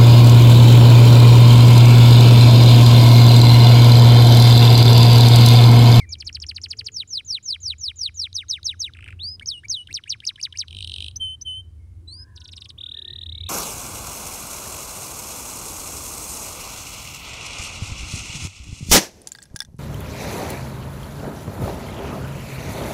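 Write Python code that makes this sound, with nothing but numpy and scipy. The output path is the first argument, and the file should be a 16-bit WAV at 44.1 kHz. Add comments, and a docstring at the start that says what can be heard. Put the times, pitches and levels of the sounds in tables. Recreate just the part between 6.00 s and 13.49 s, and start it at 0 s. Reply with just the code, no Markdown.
"""A caged canary sings close to the microphone: falling sweeps, a buzz, pure whistles and a fast roll.
Each phrase repeats a syllable, a gliding tone whose overtones pass a resonance of throat and beak.
Nearby surfaces return short reflections of the song, and a faint reverberation follows it.
Far off, other birds hold notes and chirp upwards as smeared sine tones.
Behind them lie a distant engine's wavering hum, with rumble, and the coloured noise of outdoors."""
import sys
import numpy as np
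from scipy import signal
from scipy.fft import rfft, irfft
from scipy.io import wavfile
from scipy.ndimage import map_coordinates

SR = 44100
rng = np.random.default_rng(int(sys.argv[2]) if len(sys.argv) > 2 else 0)


def wav_out(sig):
    """Save sig, one row per channel (or a flat mono array), as 16-bit PCM at SR to the path in sys.argv[1]."""
    wavfile.write(sys.argv[1], SR, np.round(np.clip(np.atleast_2d(sig).T, -1, 1) * 32767).astype(np.int16))


N = 330309
TIME = np.arange(N) / SR


def from_db(db):
    """Amplitude factor of a level in dB."""
    return 10 ** (np.asarray(db) / 20)


def rms_one(x):
    """Scale a signal to rms 1."""
    return x / np.sqrt(np.mean(x ** 2) + 1e-20)


def at_hz(points, hz):
    """Gain of a spectrum at the given frequencies, interpolated over log frequency."""
    knots, db = np.transpose(points)
    return from_db(np.interp(np.log(np.maximum(hz, 1)), np.log(knots), db))


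def coloured(x, spectrum):
    """Shape the spectrum of a signal."""
    return irfft(rfft(x) * at_hz(spectrum, np.fft.rfftfreq(len(x), 1 / SR)), len(x))


def noise(spectrum, size=N):
    """Noise of a given colour, rms 1."""
    return rms_one(coloured(rng.standard_normal(size), spectrum))


def drift(t, rate):
    """Smooth chance with about `rate` turns a second."""
    steps = rng.standard_normal(4096)
    return map_coordinates(steps, [t * rate], order=3, mode="wrap")


def delayed(x, ms):
    """The same sound arriving later."""
    return np.interp(TIME - ms / 1000, TIME, x, left=0)


def reverberation(x, t60, colour, echoes_per_s=SR):
    """Late echoes that fall 60 dB in t60 seconds; a lower echo rate leaves them more separate."""
    t = TIME[:SR]
    arrivals = rng.standard_normal(SR) * (rng.random(SR) < echoes_per_s / SR)
    decay = from_db(-60 * t / t60) * (1 - np.exp(-t / 0.002))
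    echoes = coloured(arrivals, colour) * decay
    return signal.fftconvolve(x, echoes / np.linalg.norm(echoes))[:N]


# level of the distant engine hum, before its flicker: t/s, level/dB
HUM_LEVEL = [(0.0, -50), (0.04, -42.5), (0.1, -38.5), (0.23, -46), (0.46, -41.5), (1.22, -63.5),
             (1.31, -48.5), (1.41, -74), (1.6, -46.5), (2.43, -51), (2.55, -56.5), (2.61, -46.5),
             (3.07, -49), (3.17, -39), (3.57, -57), (4.29, -66.5), (4.79, -40), (5.46, -46.5), (5.95, -42),
             (7.01, -55.5), (7.3, -38.5), (7.45, -37.5)]
# the engine's faint overtones: multiple of its pitch, level/dB re fundamental
HUM_OVERTONES = [(2, -36), (3, -37), (4, -35)]
# colour of the noise within the hum: f/Hz, relative level/dB
HUM_BAND = [(25, -32.5), (45, -9), (65, 10.5), (80, 6), (102, 6.5), (125, -7), (170, -20.5), (300, -54.5),
            (600, -126)]


def engine_hum():
    """A wavering low tone with faint overtones, mixed with noise around the same pitch."""
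    centre_hz = 83.6
    turn = 2 * np.pi * np.cumsum(centre_hz * (1 + .055 * drift(TIME, 18))) / SR
    overtones = sum(from_db(db) * np.sin(round(k) * turn) for k, db in HUM_OVERTONES)
    firing = np.sqrt(2) * (np.sin(turn) + overtones)
    flicker = from_db(-0.5 + 0.31 * drift(TIME, 65))
    level = from_db(np.interp(TIME, *np.transpose(HUM_LEVEL)))
    return level * (flicker * firing + from_db(-3.5) * noise(HUM_BAND))


# brief swells of the low rumble, before a layer's gain: t/s, level/dB
SWELLS = [(0.8, -61.5), (1.0, -75), (3.08, -57), (3.411, -58), (3.679, -60.5), (3.92, -56.5), (4.75, -57),
          (5.181, -57), (6.762, -60.5), (7.13, -59.5)]


def low_swells():
    """Bell-shaped rises in level, shared by murmur and rumble."""
    width_s = 0.046
    return sum(from_db(db) * np.exp(-((TIME - s) / width_s) ** 2) for s, db in SWELLS)


# level of the outdoor murmur, before a 0.5 dB cut: t/s, level/dB
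MURMUR_LEVEL = [(0.0, -59), (0.72, -62), (2.05, -69.5), (3.3, -59.5), (3.44, -64.5), (4.58, -68.5),
                (5.0, -54.5), (5.15, -64), (7.45, -58.5)]


def outdoor_murmur(swells):
    """Low-weighted noise whose slowly changing power and swells add."""
    outdoors = from_db(np.interp(TIME, *np.transpose(MURMUR_LEVEL)) - 0.5)
    colour = [(60, -3), (150, 4.5), (350, -2.5), (550, -13.5), (900, -18.0), (3000, -35.5)]  # f/Hz, dB
    return np.hypot(outdoors, swells) * noise(colour)


# colour of the rumble just above the hum: f/Hz, relative level/dB per Hz
RUMBLE = [(25, -11.5), (70, -4.5), (105, 6), (150, -9.5), (250, -28), (600, -66)]


def engine_rumble(swells):
    """Low noise that drifts in level and swells briefly."""
    level = from_db(-58 + 2.5 * drift(TIME, 12)) + from_db(8.5) * swells
    return level * noise(RUMBLE)


# colour of the broad outdoor noise: f/Hz, relative level/dB per Hz
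AIR = [(20, -26), (50, -12), (90, -4), (200, -17), (400, -27), (800, -38), (1250, -35), (2000, -37),
       (4000, -39), (6500, -40), (10500, -38), (11800, -54), (15500, -58)]


def background():
    """A wavering engine hum with its rumble, and the broad noise of outdoors."""
    swells = low_swells()
    air = from_db(-63.0) * noise(AIR)
    return engine_hum() + outdoor_murmur(swells) + engine_rumble(swells) + air


# far birds' held notes, before smearing: t/s, length/s, starting f/Hz, level/dB
FAR_HELD = [(0.024, 0.076, 2418, -55), (0.587, 0.37, 451, -69), (4.194, 0.43, 1071, -76.5),
            (5.773, 0.063, 2227, -69), (5.924, 0.16, 343.7, -61.5), (5.992, 0.49, 1038, -71.5),
            (6.33, 0.066, 1517, -63), (6.895, 0.21, 374.3, -61.5)]
# far birds' upward chirps, before smearing: t/s, length/s, starting f/Hz, level/dB
FAR_CHIRPS = [(6.17, 0.027, 1516, -57.5), (6.254, 0.02, 1613, -57), (6.5, 0.228, 1037, -71),
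              (6.804, 0.024, 1340, -60), (6.925, 0.026, 1647, -54), (7.033, 0.064, 1762, -56.5),
              (7.279, 0.14, 2120, -61.5), (7.43, 0.044, 2440, -49.5)]


def far_birds():
    """Soft held notes and upward chirps, smeared by the distance; the low notes are the hoarsest."""
    sag, rise = 0.95, 1.12  # end pitch over starting pitch
    waver_hz = 24  # the same in Hz for every note, so proportionally widest on low ones
    out = np.zeros(N + SR)
    for notes, glide in ((FAR_HELD, sag), (FAR_CHIRPS, rise)):
        for start, length, from_hz, db in notes:
            t = TIME[:int(length * SR)]
            hz = from_hz * np.linspace(1, glide, len(t)) + waver_hz * drift(t, 90)
            tone = np.sin(2 * np.pi * np.cumsum(hz) / SR)
            first = max(int(start * SR), 0)
            out[first:first + len(t)] += from_db(db) * signal.windows.tukey(len(t)) * tone
    return reverberation(out[:N], t60=0.82, colour=[(500, 3.0), (15000, -5.5)])


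# reflections off nearby surfaces: delay t/ms, level/dB re song
REFLECTIONS = [(1.05, -32.5), (2.9, -21), (6.4, -23), (13, -28), (34, -48), (62, -45.5), (90, -56.5)]


def near_reflections(song):
    """Each nearby surface returns a later, weaker copy of the song."""
    return sum(from_db(db) * delayed(song, ms) for ms, db in REFLECTIONS)


# colour of the faint reverberation: f/Hz, relative level/dB
TAIL = [(1000, 7), (2500, 4), (3900, -5), (5500, -9), (7000, -5), (9000, -7), (15000, -20)]


def faint_tail(song):
    """Separate faint echoes of the song that die away."""
    return from_db(-35.5) * reverberation(song, t60=0.71, colour=TAIL, echoes_per_s=400)


# what throat and beak let through of the overtones: f/Hz, gain/dB
THROAT = [(2500, 4.5), (4500, -15), (6000, -19.5), (7300, -17), (8700, 1.5), (9400, -3.5), (10500, -12),
          (12500, -18), (15500, -19.5)]
# overtones at the syrinx: multiple of the pitch, level/dB before flicker
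OVERTONES = [(2, -2), (3, -3.5), (4, -12.5), (5, -18)]
# colour of the rasp in fast syllables: f/Hz, relative level/dB
RASP = [(1000, -5.5), (3000, -0.5), (5000, 11), (7300, -7.5), (9200, 1.5), (11500, -13), (15000, -22.5)]


# Shapes give t/ms and f/Hz at length and pitch factor 1; their level/dB adds to each note's level/dB.
def phrase(shape, times, overtone_db, rough, rasp_db, flutter_db=1.5, waver=0.002):
    """One syllable repeated; pitch and level waver a little, jitter and rasp roughen the tone."""
    ms, pitch, level = np.transpose(shape)
    out = np.zeros(N + SR)
    hiss = noise(RASP, size=SR)
    for start, note_db, stretch, transpose in times:
        t = TIME[:int(ms[-1] * stretch * SR / 1000)]
        along = 1000 * t / stretch
        wobble = 1 + waver * drift(t, 150) + rough * drift(t, 2500)
        hz = transpose * np.interp(along, ms, pitch) * wobble
        phase = 2 * np.pi * np.cumsum(hz) / SR
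        edge = np.clip(np.minimum(t, t[-1] - t) / .001, 0, 1)
        gate = np.sin(np.pi / 2 * edge) ** 2
        swell = from_db(np.interp(along, ms, level) + flutter_db * drift(t, 170))
        overtones = 0
        for k, db in OVERTONES:
            # each overtone flickers on its own
            flicker = from_db(db + 2 * flutter_db * drift(t, 250))
            passed = at_hz(THROAT, k * hz) * (k * hz < SR / 2)
            overtones = overtones + flicker * passed * np.sin(round(k) * phase)
        # the rasp comes in small spurts while the tone sounds
        spurts = from_db(rasp_db + 1.3 * drift(t, 200))
        rasp = np.roll(hiss, rng.integers(SR))[:len(t)] * spurts
        # the beak is tuned to the fundamental, so overtones and rasp swell less than it does
        tone = swell * np.sin(phase) + swell ** 0.86 * (from_db(overtone_db) * overtones + rasp)
        first = max(int(start * SR), 0)
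        out[first:first + len(t)] += from_db(note_db) * gate * tone
    return out[:N]


RIPPLE_MS, RIPPLE_DB = 1.283, -8  # delay and level of a very near echo
# how strongly the voice carries at each pitch: f/Hz, level/dB
CARRY = [(1200, -40), (2000, -23.5), (3000, -15.5), (3900, -4), (4600, -7), (5400, 0), (6200, -4),
         (7200, -13.5)]


def falling(contour, attack_ms, release_ms):
    """Shape of a falling syllable: fades at both ends, loudest where its pitch carries best."""
    fade_db = 18.5  # depth of attack and release
    knots, pitch = np.transpose(contour)
    ms = np.linspace(0, knots[-1], num=200)
    hz = np.interp(ms, knots, pitch)
    # the near echo ripples the level as the pitch slides
    ripple = np.abs(1 + from_db(RIPPLE_DB) * np.exp(-2j * np.pi * hz * RIPPLE_MS / 1000))
    opening = np.clip(np.minimum(ms / attack_ms, (ms[-1] - ms) / release_ms), 0, 1)
    level = 20 * np.log10(at_hz(CARRY, hz) * ripple) + fade_db * (opening - 1)
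    return np.column_stack([ms, hz, level])


def trill(runs, settling, scatter_db, pitch_scatter):
    """Notes evenly spaced in each run; level, length and pitch settle, then hold with some scatter."""
    s = np.concatenate([np.linspace(first, last, round((last - first) * rate) + 1)
                        for first, last, rate in runs])
    since, *columns = np.transpose(settling)
    db, stretch, transpose = [np.interp(s - s[0], since, column) for column in columns]
    louder, higher = rng.standard_normal((len(s), 2)).T
    transpose = transpose * (1 + pitch_scatter * higher)
    return np.column_stack([s, db + scatter_db * louder, stretch, transpose])


# low falling slur: t/ms, f/Hz, level/dB
LOW_SLUR = [(0, 2570, -7.5), (22.1, 2310, -9.5), (41.8, 2180, -22), (55, 1960, -22)]
# its note: t/s, level/dB, length factor, pitch factor
LOW_SLUR_AT = [(0.0, -25, 1, 0.94)]


def low_slur():
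    """A low tone sinks and fades."""
    return phrase(LOW_SLUR, LOW_SLUR_AT, overtone_db=-17.5, rough=0.0082, rasp_db=-28.5)


# opening syllable: t/ms, f/Hz, level/dB
OPENER = [(0, 6300, -18), (5, 7180, -24), (27, 6070, -17.5), (37, 5340, -4), (44.4, 4720, -3.5),
          (52.3, 3830, -10), (56.6, 3200, -42), (64, 3200, -14), (68, 1600, -35)]
# its note: t/s, level/dB, length factor, pitch factor
OPENER_AT = [(0.091, -20.5, 0.99, 1)]


def opener():
    """One steep fall, strongest midway."""
    return phrase(OPENER, OPENER_AT, overtone_db=-23, rough=0.0043, rasp_db=-31.0)


# short sharp falling syllable: t/ms, f/Hz, level/dB
TSIP = [(0, 5300, -26), (9, 7600, -22), (17, 6300, -21), (22, 5450, -4), (27.5, 4850, 1.5),
        (34.5, 4100, -6), (38.5, 3600, -30), (43, 3250, -6), (47, 2500, -11), (54, 1150, -32)]
# its notes: t/s, level/dB, length factor, pitch factor
TSIP_AT = [(0.184, -27.5, 0.9, 1.0), (0.2457, -25, 1.085, 0.97), (0.328, -24, 0.92, 0.97),
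           (0.4007, -25, 0.88, 1.0), (0.4643, -24, 1.11, 0.98), (0.545, -25, 0.82, 0.91),
           (0.6156, -23.5, 1.015, 0.99), (0.684, -23.5, 1.08, 1.0), (0.7675, -24, 0.98, 0.97),
           (0.843, -22.5, 0.98, 0.98)]


def tsips():
    """A run of short, raspy falls."""
    return phrase(TSIP, TSIP_AT, overtone_db=-20.0, rough=0.011, rasp_db=-26)


# tiny upward flick: t/ms, f/Hz, level/dB
FLICK = [(0, 5200, -15), (2, 5650, 6.5), (4.5, 6100, -29)]
# its notes: t/s, level/dB, length factor, pitch factor
FLICK_AT = [(0.327, -35, 1, 1), (0.4, -34, 1, 1), (0.465, -34, 1, 1), (0.615, -33, 1, 1),
            (3.4585, -29.5, 1, 0.92)]


def flicks():
    """Quick upward glides open some of the falling notes."""
    return phrase(FLICK, FLICK_AT, overtone_db=-23, rough=.01, rasp_db=-45)


# long falling sweep: t/ms, f/Hz
SWEEP = [(0, 6400), (6.5, 7240), (16.6, 7030), (36.4, 6270), (55, 5834), (112.7, 3960), (136.5, 2975),
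         (150, 2150), (156, 360)]
# its notes: t/s, level/dB, length factor, pitch factor
SWEEP_AT = [(0.9178, -19.5, 0.78, 0.99), (1.075, -19, 0.9, 1), (1.2478, -18, 0.92, 1.0),
            (1.427, -18, 0.91, 1), (1.6023, -18.5, 0.91, 1.0), (1.7816, -19, 0.9, 0.99),
            (1.958, -18, 0.91, 1.0), (2.142, -18, 0.87, 1)]


def sweeps():
    """Long, pure falls with a slow attack."""
    shape = falling(SWEEP, attack_ms=90, release_ms=3)
    return phrase(shape, SWEEP_AT, overtone_db=-20.5, rough=0.0067, rasp_db=-45)


# falling slur: t/ms, f/Hz
SLUR = [(0, 6900), (8, 6710), (19.7, 6160), (45.7, 4130), (55.3, 3980), (80, 3040), (122, 1010)]
# its notes: t/s, level/dB, length factor, pitch factor
SLUR_AT = [(2.3403, -21, 0.89, 0.95), (2.4842, -20, 0.95, 0.96), (2.642, -19, 0.92, 0.97),
           (2.792, -19.5, 0.94, 0.97)]


def slurs():
    """Falls that start more promptly than the sweeps."""
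    shape = falling(SLUR, attack_ms=7.3, release_ms=1)
    return phrase(shape, SLUR_AT, overtone_db=-18.5, rough=0.0036, rasp_db=-42)


# tick: t/ms, f/Hz, level/dB
TICK = [(0.0, 3660, -30), (1.5, 3670, 7.5), (4.0, 2945, 7), (7.0, 3290, 10)]
# its notes: t/s, level/dB, length factor, pitch factor
TICK_AT = [(2.3284, -42.5, 0.49, 1.28), (2.483, -47.5, 0.37, 1.27), (2.63, -39.5, 0.55, 1.26),
           (2.9356, -45, 0.53, 1.11), (3.3958, -40.5, 0.58, 0.96), (3.8711, -43.5, 0.82, 0.98),
           (4.0366, -40.5, 0.87, 0.98), (4.2018, -41.5, 0.7, 1.005), (4.3566, -44.5, 0.98, 1.01),
           (4.5236, -41.5, 1, 1)]


def ticks():
    """Soft, rough clicks of tone between the larger syllables."""
    return phrase(TICK, TICK_AT, overtone_db=-14.0, rough=0.023, rasp_db=-23)


# low falling stroke: t/ms, f/Hz, level/dB
CHATTER = [(0, 3170, -14), (2, 2610, 2.5), (4, 1720, -6), (8, 1350, -17.5), (13, 1300, -25)]
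# its notes: t/s, level/dB, length factor, pitch factor
CHATTER_AT = [(2.946, -45.5, 2.3, 0.95), (2.987, -37, 0.98, 0.92), (3.0238, -36, 1.17, 1),
              (3.059, -36.5, 1.24, 0.99), (3.083, -36, 1.3, 1), (3.1241, -37.5, 1.06, 0.91)]
# upward hiccup: t/ms, f/Hz, level/dB
HICCUP = [(0, 2100, -16), (2, 2500, -9.5), (4, 2950, -6), (6.5, 3080, 1)]
# its notes: t/s, level/dB, length factor, pitch factor
HICCUP_AT = [(2.968, -33.5, 0.82, 0.91), (3.0048, -34.5, 0.8, 0.92), (3.0409, -27, 0.58, 0.91),
             (3.077, -26, 0.58, 0.854), (3.1036, -32.5, 0.8, 0.87)]


def chatter():
    """Low falling strokes alternate with upward hiccups; a brief ringing tangles them together."""
    strokes = (phrase(CHATTER, CHATTER_AT, overtone_db=-14, rough=0.058, rasp_db=-31)
               + phrase(HICCUP, HICCUP_AT, overtone_db=-9.5, rough=.04, rasp_db=-40))
    colour = [(1200, -11), (2300, -5.5), (3000, 3.5), (4200, 5.5),
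              (7000, -9), (9000, 2), (12000, -21)]  # f/Hz, dB
    ringing = reverberation(strokes, t60=0.13, echoes_per_s=1200, colour=colour)
    return strokes + from_db(-14) * ringing


# rising tone: t/ms, f/Hz, level/dB
RISE = [(0, 2450, -24), (10, 3400, -10), (38, 4040, -6), (55, 4470, -1), (91, 4850, -2.5), (135, 5070, -8),
        (170, 5020, -13), (176, 4960, -26)]
# its note: t/s, level/dB, length factor, pitch factor
RISE_AT = [(3.19, -25, 0.98, 1.0)]


def rising_tone():
    """One pure, slowly rising tone."""
    return phrase(RISE, RISE_AT, overtone_db=-25, rough=0.00058, rasp_db=-65, waver=0.0024)


# low upward pip: t/ms, f/Hz, level/dB
PIP = [(0, 1360, -23), (4.03, 1750, -6.5), (9.8, 2150, -12.5), (16.8, 2330, 0), (24.7, 2360, -1.5),
       (29.0, 2300, -38)]
# its notes: t/s, level/dB, length factor, pitch factor
PIP_AT = [(3.409, -35, 0.91, 0.95), (3.6333, -34.5, 0.98, 0.98)]


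def pips():
    """Soft low pips lead into the tews."""
    return phrase(PIP, PIP_AT, overtone_db=-9.5, rough=0.009, rasp_db=-35.0)


# falling "tew": t/ms, f/Hz
TEW = [(0, 3940), (5.5, 6700), (12, 6660), (24, 6100), (46.5, 4750), (62.6, 3940), (96.5, 3023),
       (130, 2910), (162, 2950)]
# its notes: t/s, level/dB, length factor, pitch factor
TEW_AT = [(3.4573, -22, 0.91, 0.98), (3.6821, -19.5, 0.98, 1.0)]


def tews():
    """After a quick leap up, a long fall that levels out."""
    shape = falling(TEW, attack_ms=11, release_ms=24)
    return phrase(shape, TEW_AT, overtone_db=-19, rough=0.0036, rasp_db=-47)


# low grace note: t/ms, f/Hz, level/dB
GRACE = [(0, 2900, -21), (5.01, 1650, -14.5), (10, 1800, -9.5), (20.1, 2230, -10.5), (27.7, 2540, 1.5),
         (33.6, 3010, -2.5), (40.9, 3000, -7), (41.4, 3200, -33)]
# its notes: t/s, level/dB, length factor, pitch factor
GRACE_AT = [(3.884, -35.5, 0.94, 0.9), (4.0555, -37, 0.82, 0.94), (4.219, -39, 0.77, 0.94),
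            (4.3764, -37.5, 0.83, 0.96), (4.5364, -38, 0.8, 0.95)]


def grace_notes():
    """Soft, rough notes that dip and climb before each whip."""
    return phrase(GRACE, GRACE_AT, overtone_db=-10, rough=0.027, rasp_db=-27.5)


# short spit: t/ms, f/Hz, level/dB
SPIT = [(0.0, 5410, -33), (2.0, 5130, 3), (5.0, 4100, -18)]
# its notes: t/s, level/dB, length factor, pitch factor
SPIT_AT = [(3.927, -28, 0.86, 0.82), (4.2493, -29.5, 1.47, 1.0), (4.4116, -30, 1.3, 0.99),
           (4.5713, -27, 1.27, 1.0)]


def spits():
    """Very short, raspy falls just before most whips."""
    return phrase(SPIT, SPIT_AT, overtone_db=-6.5, rough=0.031, rasp_db=-21)


# steep falling whip: t/ms, f/Hz
WHIP = [(0, 7400), (2.6, 6530), (6.5, 6150), (13, 5400), (29, 4080), (47.6, 2290), (60, 1000), (65.5, 1460)]
# its notes: t/s, level/dB, length factor, pitch factor
WHIP_AT = [(3.937, -19.5, 1.06, 0.97), (4.0907, -19, 1.113, 0.99), (4.2631, -18, 0.92, 1),
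           (4.4244, -19, 0.92, 0.99), (4.5823, -18.5, 1.055, 1)]


def whips():
    """Steep falls through most of the voice's range."""
    shape = falling(WHIP, attack_ms=6, release_ms=2)
    return phrase(shape, WHIP_AT, overtone_db=-18, rough=0.016, rasp_db=-41)


# steep stroke of the buzz: t/ms, f/Hz, level/dB
BUZZ = [(0, 3500, -28), (2, 4000, -18), (4.3, 4400, -32), (6.4, 4700, -26), (7.5, 3750, 0), (8.3, 3400, -9),
        (9, 3050, -1), (10.8, 2650, -14), (14, 2600, -28)]
# even runs with a stumble between them: first note t/s, last note t/s, approximate rate/(notes per s)
BUZZ_RUNS = [(4.7022, 4.8377, 52), (4.8668, 4.9972, 46), (5.0164, 5.0751, 51)]
# how the buzz settles, before scatter: t/s since its start, level/dB, length factor, pitch factor
BUZZ_SETTLING = [(0, -29, 0.8, 0.92), (0.051, -23.5, 1, 0.94), (0.13, -21, 1, 0.98)]
# soft strokes that open and close the buzz: t/s, level/dB, length factor, pitch factor
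SOFT_STROKES_AT = [(4.6747, -31.5, 1, 0.98), (5.1052, -37.6, 0.92, 1.04)]
# colour of the ringing that fills its gaps: f/Hz, relative level/dB
BUZZ_RING = [(2600, -18.5), (3100, -7), (3500, -9.5), (3950, 5), (4500, -14), (7000, -6), (9200, 5.5),
             (10200, -2), (12000, -23)]


def buzz():
    """A dry rattle of steep strokes with a near echo and brief ring; the throat passes nothing low."""
    notes = trill(BUZZ_RUNS, BUZZ_SETTLING, scatter_db=0.6, pitch_scatter=0.0301)
    times = np.vstack([notes, SOFT_STROKES_AT])
    strokes = phrase(BUZZ, times, overtone_db=-13, rough=.03, rasp_db=-22)
    strokes = signal.sosfilt(signal.butter(8, 2650, "high", fs=SR, output="sos"), strokes)
    strokes = signal.sosfilt(signal.butter(2, 11000, fs=SR, output="sos"), strokes)
    strokes = strokes + from_db(RIPPLE_DB) * delayed(strokes, RIPPLE_MS)
    return strokes + from_db(-17) * reverberation(strokes, t60=0.1, colour=BUZZ_RING)


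# upbeat: t/ms, f/Hz, level/dB
UPBEAT = [(0, 2200, -36), (3, 3900, -34), (8, 5400, -7), (12, 6000, -3), (18, 6150, 2), (24, 6080, -10),
          (29, 6100, -20), (33, 6100, -37)]
# its notes: t/s, level/dB, length factor, pitch factor
UPBEAT_AT = [(5.154, -24, 0.84, 1.0), (5.4067, -27, 0.88, 1.0)]


def upbeats():
    """A short high upward note ahead of each whistle."""
    return phrase(UPBEAT, UPBEAT_AT, overtone_db=-14, rough=.004, rasp_db=-36.5)


# first whistle: t/ms, f/Hz, level/dB
WHISTLE = [(0, 3127, -35), (6, 3123, -13), (15, 3114, -2), (30, 3094, 2), (60, 3064, -2), (100, 3055, -5),
           (135, 3062, -8), (155, 3092, -12), (166, 3100, -45)]
# its note: t/s, level/dB, length factor, pitch factor
WHISTLE_AT = [(5.196, -24, 1, 1)]
# second whistle: t/ms, f/Hz, level/dB
LIFT = [(0, 3136, -41), (6, 3131, -19), (16, 3092, -7), (32, 3046, -1), (60, 3029, -3), (100, 3045, -6),
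        (135, 3086, -8), (162, 3130, -14), (173, 3148, -41)]
# its note: t/s, level/dB, length factor, pitch factor
LIFT_AT = [(5.447, -24, 1, 1)]


def held_whistles():
    """Two pure, steady whistles; the second lifts at its end."""
    pure = dict(overtone_db=-17.5, rough=.0006, rasp_db=-58, flutter_db=.3, waver=.001)
    return phrase(WHISTLE, WHISTLE_AT, **pure) + phrase(LIFT, LIFT_AT, **pure)


def full_song():
    """The open-beaked phrases: fast syllables are raspy, held ones pure."""
    return (low_slur() + opener() + tsips() + flicks() + sweeps() + slurs() + ticks()
            + chatter() + rising_tone() + pips() + tews() + grace_notes() + spits() + whips()
            + buzz() + upbeats() + held_whistles())


# soft rising tone: t/ms, f/Hz, level/dB
SOFT_RISE = [(0, 3720, -19), (6.1, 3970, 1.5), (34, 4110, -1), (62, 4570, 3), (99, 4860, -1),
             (139, 5060, 2.5), (169.5, 5060, -3.5), (170, 4980, -20)]
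# its note: t/s, level/dB, length factor, pitch factor
SOFT_RISE_AT = [(6.073, -41, 1, 1.0)]


def soft_rise():
    """One quiet rising tone with a wider waver."""
    return phrase(SOFT_RISE, SOFT_RISE_AT, overtone_db=-12.5, rough=0.0018, rasp_db=-49,
                  flutter_db=2.1, waver=0.0049)


# quiet falling zip: t/ms, f/Hz, level/dB
ZIP = [(0, 7000, -26), (11, 5360, 0), (16.8, 4400, -6), (24.4, 3750, 5), (27.2, 2860, -1), (29, 3300, -22),
       (32, 3900, -5), (38, 3850, -20)]
# its notes: t/s, level/dB, length factor, pitch factor
ZIP_AT = [(6.3526, -41.5, 1, 1.0), (6.3977, -42, 0.81, 1.0), (6.4368, -41.5, 0.84, 0.98),
          (6.4722, -40, 0.75, 0.97), (6.511, -39, 1, 0.96), (6.5559, -37.5, 1, 0.96),
          (6.6027, -38, 0.8, 0.97), (6.638, -41, 0.82, 0.9), (6.684, -37, 0.84, 0.99)]


def zips():
    """A run of quiet, rough falls."""
    return phrase(ZIP, ZIP_AT, overtone_db=-12.5, rough=0.049, rasp_db=-25)


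# rising note of the roll: t/ms, f/Hz, level/dB
ROLL = [(0, 2400, -28), (4, 3150, -16), (8, 3550, -5), (11, 3760, 0), (13.5, 3900, 1.5), (16.5, 4080, -6),
        (19.5, 4150, -19), (22, 4100, -33)]
# even runs with a stumble between them: first note t/s, last note t/s, approximate rate/(notes per s)
ROLL_RUNS = [(6.7755, 6.9635, 37), (6.9835, 7.0734, 33), (7.0985, 7.2075, 37), (7.2264, 7.317, 33),
             (7.3447, 7.4585, 35), (7.479, 7.508, 35)]
# how the roll settles, before scatter: t/s since its start, level/dB, length factor, pitch factor
ROLL_SETTLING = [(0, -33, 1.06, 0.93), (0.032, -27, 0.88, 0.94), (0.3, -28.5, 0.75, 0.985)]


def roll():
    """A fast trill of clean, rising notes."""
    times = trill(ROLL_RUNS, ROLL_SETTLING, scatter_db=0.5, pitch_scatter=.008)
    return phrase(ROLL, times, overtone_db=-21, rough=0.0015, rasp_db=-49, flutter_db=0.6)


def soft_song():
    """The last phrases come through a nearly closed beak, which dulls the very top."""
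    voice = soft_rise() + zips() + roll()
    return signal.sosfilt(signal.butter(6, 10500, fs=SR, output="sos"), voice)


def canary():
    """The whole song: the loud phrases, then the soft ending."""
    return full_song() + soft_song()


def scene():
    """The close canary with its echoes, over far birds and the outdoor background."""
    song = canary()
    return (background() + far_birds() + near_reflections(song) + faint_tail(song) + song)[None]


def record(dry):
    """The top is cut steeply."""
    cutoff_hz = 15600
    return signal.sosfilt(signal.ellip(10, .1, 80, cutoff_hz, fs=SR, output="sos"), dry)


dry = scene()
out = record(dry)
wav_out(out)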